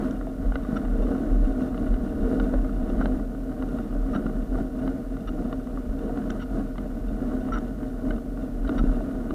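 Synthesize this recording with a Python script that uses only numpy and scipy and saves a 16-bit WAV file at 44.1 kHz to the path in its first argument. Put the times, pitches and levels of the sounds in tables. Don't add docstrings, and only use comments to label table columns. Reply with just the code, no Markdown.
import sys
import numpy as np
from scipy import signal
from scipy.fft import rfft, irfft
from scipy.io import wavfile
from scipy.ndimage import uniform_filter1d

SR = 44100
rng = np.random.default_rng(int(sys.argv[2]) if len(sys.argv) > 2 else 0)


def output_pcm(signal):
    pcm = np.clip(np.atleast_2d(signal).T, -1, 1) * 32767
    wavfile.write(sys.argv[1], SR, np.round(pcm).astype(np.int16))


N = 411894
TIME = np.arange(N) / SR
HZ = np.fft.rfftfreq(16384, 1 / SR)

# pitch_hz, width_hz, gain_db
CHAIN_MODES = [(2756, 89, 9), (2960, 210, -6.5), (3610, 76, 7.5), (4060, 180, -6.5), (5700, 180, -5)]


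def rolling(effort_db):
    # pitch_hz, width_hz, gain_db
    tyre_modes = [(38.9, 6.8, 7), (56, 60, -22)]
    flex_modes = [(72.4, 40, -2.5), (125.5, 26, -1), (159, 44, -4.5)]
    frame_modes = [(179, 31, -10.5), (212.7, 20, -3.5), (240.1, 12.7, -3), (261.8, 23.5, 1.5),
                   (300.1, 23.2, -8), (355.7, 36, -15.5)]
    bar_modes = [(404, 68, -9), (457.2, 14.8, 1.5), (467, 46, 0.5)]
    mount_modes = [(609.5, 7.7, -0.5), (624.8, 56, 2.5), (662, 60, -18), (736.5, 47, -5.5)]
    # centre_s, level_db, length_s
    lurches = [(0.494, -24.5, 0.31), (0.976, -22.5, 0.31), (1.395, -19.5, 0.35), (1.91, -25.5, 0.36),
               (2.21, -23, 0.17), (2.524, -24.5, 0.48), (2.798, -22.5, 0.17), (3.037, -29.5, 0.63),
               (4.06, -28.5, 0.47), (4.492, -29.5, 0.44), (5.27, -31, 0.12), (5.903, -27, 0.16),
               (6.564, -31, 0.16), (7.073, -28, 0.24), (7.54, -32.5, 0.13), (8.114, -29.0, 0.12),
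               (8.646, -29, 0.26), (8.872, -20, 0.28)]
    # centre_s, lift_db, length_s
    buzzes = [(1.04, 7.5, 0.36), (2.297, 7, 0.52), (6.072, 7.0, 0.3)]
    sway = gain_of(-33.5) + sum(gain_of(db) * swell(s, length) for s, db, length in lurches)
    wobble = sway * shaken(rng.standard_normal(N), tyre_modes, window=8000)
    buzz_db = sum(db * swell(s, length) for s, db, length in buzzes)
    road = stones(per_s=1800, spread_db=2.5)
    flex = gain_of(-40.5 + 0.53 * effort_db) * shaken(road, flex_modes, window=6000)
    frame = gain_of(-32.5 + effort_db) * shaken(road, frame_modes, window=4000)
    bar = gain_of(-44.5 + 0.78 * effort_db + buzz_db) * shaken(road, bar_modes, window=4000)
    mount = gain_of(-45 + 0.94 * effort_db) * shaken(road, mount_modes, window=4000)
    return wobble + flex + frame + bar + mount


def effort():
    # time_s, level_db
    pace = [(0, 2.6), (0.3, -0.9), (1.3, 3.5), (2.5, 3.5), (3.35, -2), (4.4, -5), (5.1, -1), (6.4, -0.7),
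            (6.9, -2.2), (7.5, -0.4), (8.4, -2.6), (9.34, 3)]
    # centre_s, lift_db, length_s
    surges = [(0.01, 5, 0.26), (0.806, 2, 1), (1.206, 3, 0.4), (1.623, 4, 0.21), (1.885, 0, .2),
              (2.398, 5, 0.45), (3.048, 6.5, 0.68), (3.677, 6.5, 0.66), (4.21, 8.5, 0.95),
              (4.578, 10.5, 0.2), (4.842, 8, 0.44), (5.453, 4.5, 0.42), (6.192, 4, 0.66), (6.57, 6, 0.2),
              (6.806, 3.5, 0.098), (7.353, 5, 0.86), (7.82, 2, 0.24), (8.1, 9, 0.25), (8.426, 6.5, 0.13),
              (8.808, 5.5, 0.6)]
    surge_db = sum(db * swell(s, length) for s, db, length in surges)
    coarse_time = TIME[::256]
    rates_hz = np.geomspace(2.5, 11, 30)
    ripple = sum(np.sin(2 * np.pi * (hz * coarse_time + rng.random())) / np.sqrt(hz) for hz in rates_hz)
    uneven_db = unit_rms(np.interp(TIME, coarse_time, ripple))
    return np.interp(TIME, *np.transpose(pace)) + surge_db + uneven_db


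def grit(effort_db):
    # pitch_hz, width_hz, gain_db
    case_modes = [(964, 260, -6), (1109, 43, -0.5), (1258, 105, 0), (1411, 62, 0.5), (1481, 57, 1.5),
                  (1702, 490, -11), (2880, 150, -18), (3560, 320, -45)]
    tread_modes = [(3100, 290, -3.5), (3800, 750, -3), (5230, 3500, -8), (9000, 6600, -11.5)]
    # time_s, lift_db
    loose_grit = [(0, 3.5), (.35, -1), (.58, 2.5), (.9, 1.5), (1.3, 0), (2.3, .5), (2.7, 0), (3.35, -1.5),
                  (3.9, 1), (4.5, 0), (5.45, -1), (6.3, 1.5), (6.95, 0.5), (7.85, 0.5), (8.3, -2),
                  (8.65, 0), (8.88, 2), (9.34, 0)]
    grains = stones(per_s=1500, spread_db=3)
    patter = gain_of(-53.5 + 0.88 * effort_db) * shaken(grains, case_modes, window=6000)
    tread = gain_of(-71) * shaken(stones(per_s=6000, spread_db=3.5), tread_modes, window=6000)
    chain = gain_of(-76.5) * shaken(stones(per_s=170, spread_db=8), CHAIN_MODES, window=20000)
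    lift = gain_of(np.interp(TIME, *np.transpose(loose_grit)))
    return lift * (patter + gain_of(effort_db) * (tread + chain))


def knocks(rebound=0.62, rebound_s=0.001125, small_per_s=1.5):
    # start_s, relative_db, treble_db
    large_chips = [(0.211, -34.5, -8), (0.5204, -31, -9), (0.5555, -26, 2.5), (0.6489, -35, -13),
                   (0.85, -33.5, -5), (1.1163, -34, -15), (1.1495, -34, -16), (1.744, -35.5, -3),
                   (1.777, -37.5, 9), (1.94, -37, 1), (2.3986, -27.5, 3.5), (2.54, -30.5, -5),
                   (2.6454, -38, -8), (3.0113, -27, -14), (3.0568, -24.5, 3.5), (3.6237, -31.5, -2.5),
                   (3.7854, -35.5, -1), (4.2637, -31.5, -4), (4.554, -35, -10), (4.8766, -32.5, 0),
                   (5.168, -39, -1), (5.527, -29.5, 1), (5.7731, -33.5, -14), (6.1734, -34, 0),
                   (6.3008, -33.5, 7), (6.781, -32.5, 4.5), (7.3175, -38, -9), (7.4864, -34, -13),
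                   (7.83, -39, -6), (8.1064, -30.5, 1), (8.3729, -38.5, -4), (8.648, -36.5, -5),
                   (8.6925, -28, 3), (9.307, -31, -2)]
    # pitch_hz, width_hz, gain_db
    knock_modes = [(307, 94, 13), (580, 350, 3.5), (1182, 124, 3), (1450, 124, 4), (2003, 110, -7),
                   (2900, 230, -12.5), (3770, 360, -19.5), (4560, 400, -33), (6130, 2200, -22.5)]
    out = np.zeros(N)
    scatter = rng.uniform(-1, 1, (150, 4))
    small_count = round(small_per_s * N / SR)
    small_chips = [(rng.uniform(0, N / SR), rng.uniform(-42, -38), -6) for _ in range(small_count)]
    for (s, db, treble_db), (detune, *jitter) in zip(large_chips + small_chips, scatter):
        hit = ring(knock_modes, 1 + 0.043 * detune, treble_db, top_hz=4300)
        clack = hit.copy()
        gaps_s = rebound_s * (1 + 0.5 * np.array(jitter))
        for bounce, delay_s in enumerate(np.cumsum(gaps_s), 1):
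            add(clack, delay_s, rebound ** bounce * hit)
        add(out, s + 0.000827, at_peak(clack, db + 8.5))
    return out


def road_bumps():
    # start_s, relative_db
    bumps = [(0.729, -4), (3.413, -18), (4.16, -3), (4.258, -6), (7.217, -16), (8.812, -8.5), (8.84, -1.5)]
    # pitch_hz, width_hz, gain_db
    thud_modes = [(74.6, 190, -11.5), (173, 55, -11), (248, 98, -3.5)]
    return blows(bumps, thud_modes, gain_db=-10, scatter=0.044)


def handlebar_clunks():
    # start_s, relative_db
    clunks = [(0.27, -28.5), (1.024, -26.5), (2.538, -19.5), (2.815, -33), (3.158, -32), (3.951, -30),
              (4.152, -25.5), (4.587, -30), (6.095, -30), (6.857, -33), (8.108, -30), (8.983, -49),
              (9.007, -27)]
    # pitch_hz, width_hz, gain_db
    clunk_modes = [(480, 87, -34), (646, 50, 14.5), (774, 230, -3), (1420, 490, -16)]
    return blows(clunks, clunk_modes, gain_db=-1, scatter=0.1)


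def mount_creaks(slips_per_s=2500, squeak_hz=5540, waver_hz=95):
    # start_s, relative_db, length_s, treble_db, pitch_ratio, squeak_db
    creaks = [(0.757, -38, 0.011, -1, 1.1, -64), (0.763, -24.5, 0.015, -1, 1.03, -56),
              (2.897, -38, .012, 2, 0.99, -70), (3.001, -28.5, 0.031, -9, 1.1, -72),
              (4.13, -31, 0.018, -5, 0.98, -64), (4.142, -27, 0.025, -3, 1.09, -62),
              (5.271, -31, 0.026, 1, 1.04, -63), (6.392, -36, 0.032, 2, 1.07, -70),
              (6.415, -32, 0.024, 0, 1.05, -62), (7.52, -24.5, 0.011, -16, 1.07, -55),
              (7.532, -25, 0.028, -4, 1.08, -55), (7.554, -26.5, 0.0325, -13, 1.054, -68),
              (8.672, -35, 0.009, 5, 1.1, -70), (8.778, -26, 0.021, 3, 1.06, -58)]
    # pitch_hz, width_hz, gain_db
    creak_modes = [(934, 260, -9), (1240, 56, 7), (1363, 146, -0.5), (1830, 280, -12), (2745, 230, -12),
                   (3470, 160, -15), (4030, 1000, -26.5)]
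    out = np.zeros(N)
    for s, db, length, treble_db, pitch, squeak_db in creaks:
        count = int(length * SR)
        stroke = signal.windows.tukey(count, 0.27)
        slips = (rng.random(count) < slips_per_s / SR) + 0.012 * rng.standard_normal(count)
        easing = np.linspace(1, 0.82, count)
        friction = (slips - slips.mean()) * stroke * easing
        rasp = signal.fftconvolve(friction, ring(creak_modes, pitch, treble_db, top_hz=4400))
        add(out, s, at_peak(rasp, db - 1))
        waver = unit_rms(uniform_filter1d(rng.standard_normal(count), size=60))
        hz = squeak_hz * pitch ** 0.45 + waver_hz * waver
        add(out, s, gain_of(squeak_db) * stroke * np.sin(2 * np.pi * np.cumsum(hz) / SR))
    return out


def metal_clinks():
    # start_s, relative_db
    ticks = [(0.1101, -51.5), (6.3051, -44.5), (7.5857, -53)]
    clinks = [(1.0221, -48), (1.6187, -48), (2.0931, -49), (2.7237, -53), (5.2061, -49), (5.9894, -49),
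              (7.0828, -48), (8.4208, -52)]
    # pitch_hz, width_hz, gain_db
    tick_modes = [(1450, 230, 7), (3070, 140, -2.5), (3580, 250, -5), (5700, 210, -3.5), (6600, 530, -14),
                  (7400, 500, -16)]
    return blows(ticks, tick_modes, gain_db=15) + blows(clinks, CHAIN_MODES, gain_db=-2.5)


def camera_noise(effort_db, hiss_db=-63.5):
    # frequency_hz, relative_db
    hiss_spectrum = [(100, -7), (2400, 4), (4500, 0.5), (7000, -0.5), (10000, -1.5), (14500, -0.5),
                     (16000, -10)]
    # pitch_hz, relative_db
    whine_lines = [(9047, -112), (9120, -83), (9193, -104), (9265, -86), (9338, -86), (9410, -94),
                   (9483, -83), (9556, -79), (9628, -84), (9701, -99), (9774, -95)]
    corner_hz, corner_db = np.transpose(hiss_spectrum)
    log_hz = np.log(np.fft.rfftfreq(N, 1 / SR) + 1)
    colour = gain_of(np.interp(log_hz, np.log(corner_hz), corner_db))
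    hiss = gain_of(hiss_db) * unit_rms(irfft(rfft(rng.standard_normal(N)) * colour, N))
    whine = sum(gain_of(db) * np.sqrt(2) * np.sin(2 * np.pi * (hz * TIME + rng.random()))
                for hz, db in whine_lines)
    return hiss + whine * gain_of(0.69 * (effort_db - effort_db.mean()) - 1.5)


def ring(modes, pitch=1, treble_db=0, top_hz=16000):
    power = sum(gain_of(db) ** 2 / (1 + ((HZ - hz * pitch) / (0.7 * width)) ** 2) ** 2
                for hz, width, db in modes)
    lift = gain_of(treble_db * np.clip(np.log2((HZ + 1) / 1600), 0, 1))
    softness = 1 / np.sqrt(1 + (HZ / top_hz) ** 18)
    cepstrum = irfft(np.log(np.sqrt(power) * lift * softness + 1e-7))
    half = len(cepstrum) // 2
    cepstrum[1:half] *= 2
    cepstrum[half + 1:] = 0
    fade = signal.windows.tukey(2 * half, 0.5)[half:]
    return irfft(np.exp(rfft(cepstrum)))[:half] * fade


def stones(per_s, spread_db):
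    size = gain_of(spread_db * np.minimum(rng.exponential(1, N), 4))
    return size * rng.choice([-1, 1], N) * (rng.random(N) < per_s / SR)


def shaken(drive, modes, window):
    lead_in = len(HZ)
    ringing = signal.oaconvolve(np.pad(drive, (lead_in, 0), "wrap"), ring(modes))[lead_in:][:N]
    power = uniform_filter1d(uniform_filter1d(ringing ** 2, window), window)
    return ringing / np.sqrt(power + 1e-20)


def blows(rows, modes, gain_db, scatter=0):
    out = np.zeros(N)
    for (s, db), detune in zip(rows, rng.uniform(-1.7, 1, len(rows))):
        hit = ring(modes, pitch=1 + scatter * detune, top_hz=8000)
        add(out, s, at_peak(hit, db + gain_db))
    return out


def swell(centre_s, length_s):
    out = np.zeros(N)
    count = max(16, int(length_s * SR))
    first = round(centre_s * SR) - count // 2
    add(out, first / SR, np.hanning(count)[max(0, -first):])
    return out


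def gain_of(db):
    return 10 ** (np.asarray(db) / 20)


def unit_rms(x):
    return x / np.sqrt(np.mean(x ** 2) + 1e-20)


def at_peak(x, db):
    return gain_of(db) * x / abs(x).max()


def add(mix, start_s, sound):
    part = mix[max(0, round(start_s * SR)):][:len(sound)]
    part += sound[:len(part)]


def scene():
    effort_db = effort()
    jolts = handlebar_clunks() + road_bumps() + metal_clinks()
    road = rolling(effort_db) + grit(effort_db) + knocks()
    return (road + jolts + camera_noise(effort_db) + mount_creaks())[None]


def record(dry, low_hz=17, high_hz=15600):
    bass_cut = signal.butter(2, low_hz, "high", fs=SR, output="sos")
    treble_cut = signal.firwin(255, high_hz, window=("kaiser", 8), fs=SR)
    return signal.oaconvolve(signal.sosfilt(bass_cut, dry), treble_cut[None], "same")


dry = scene()
out = record(dry)
output_pcm(out)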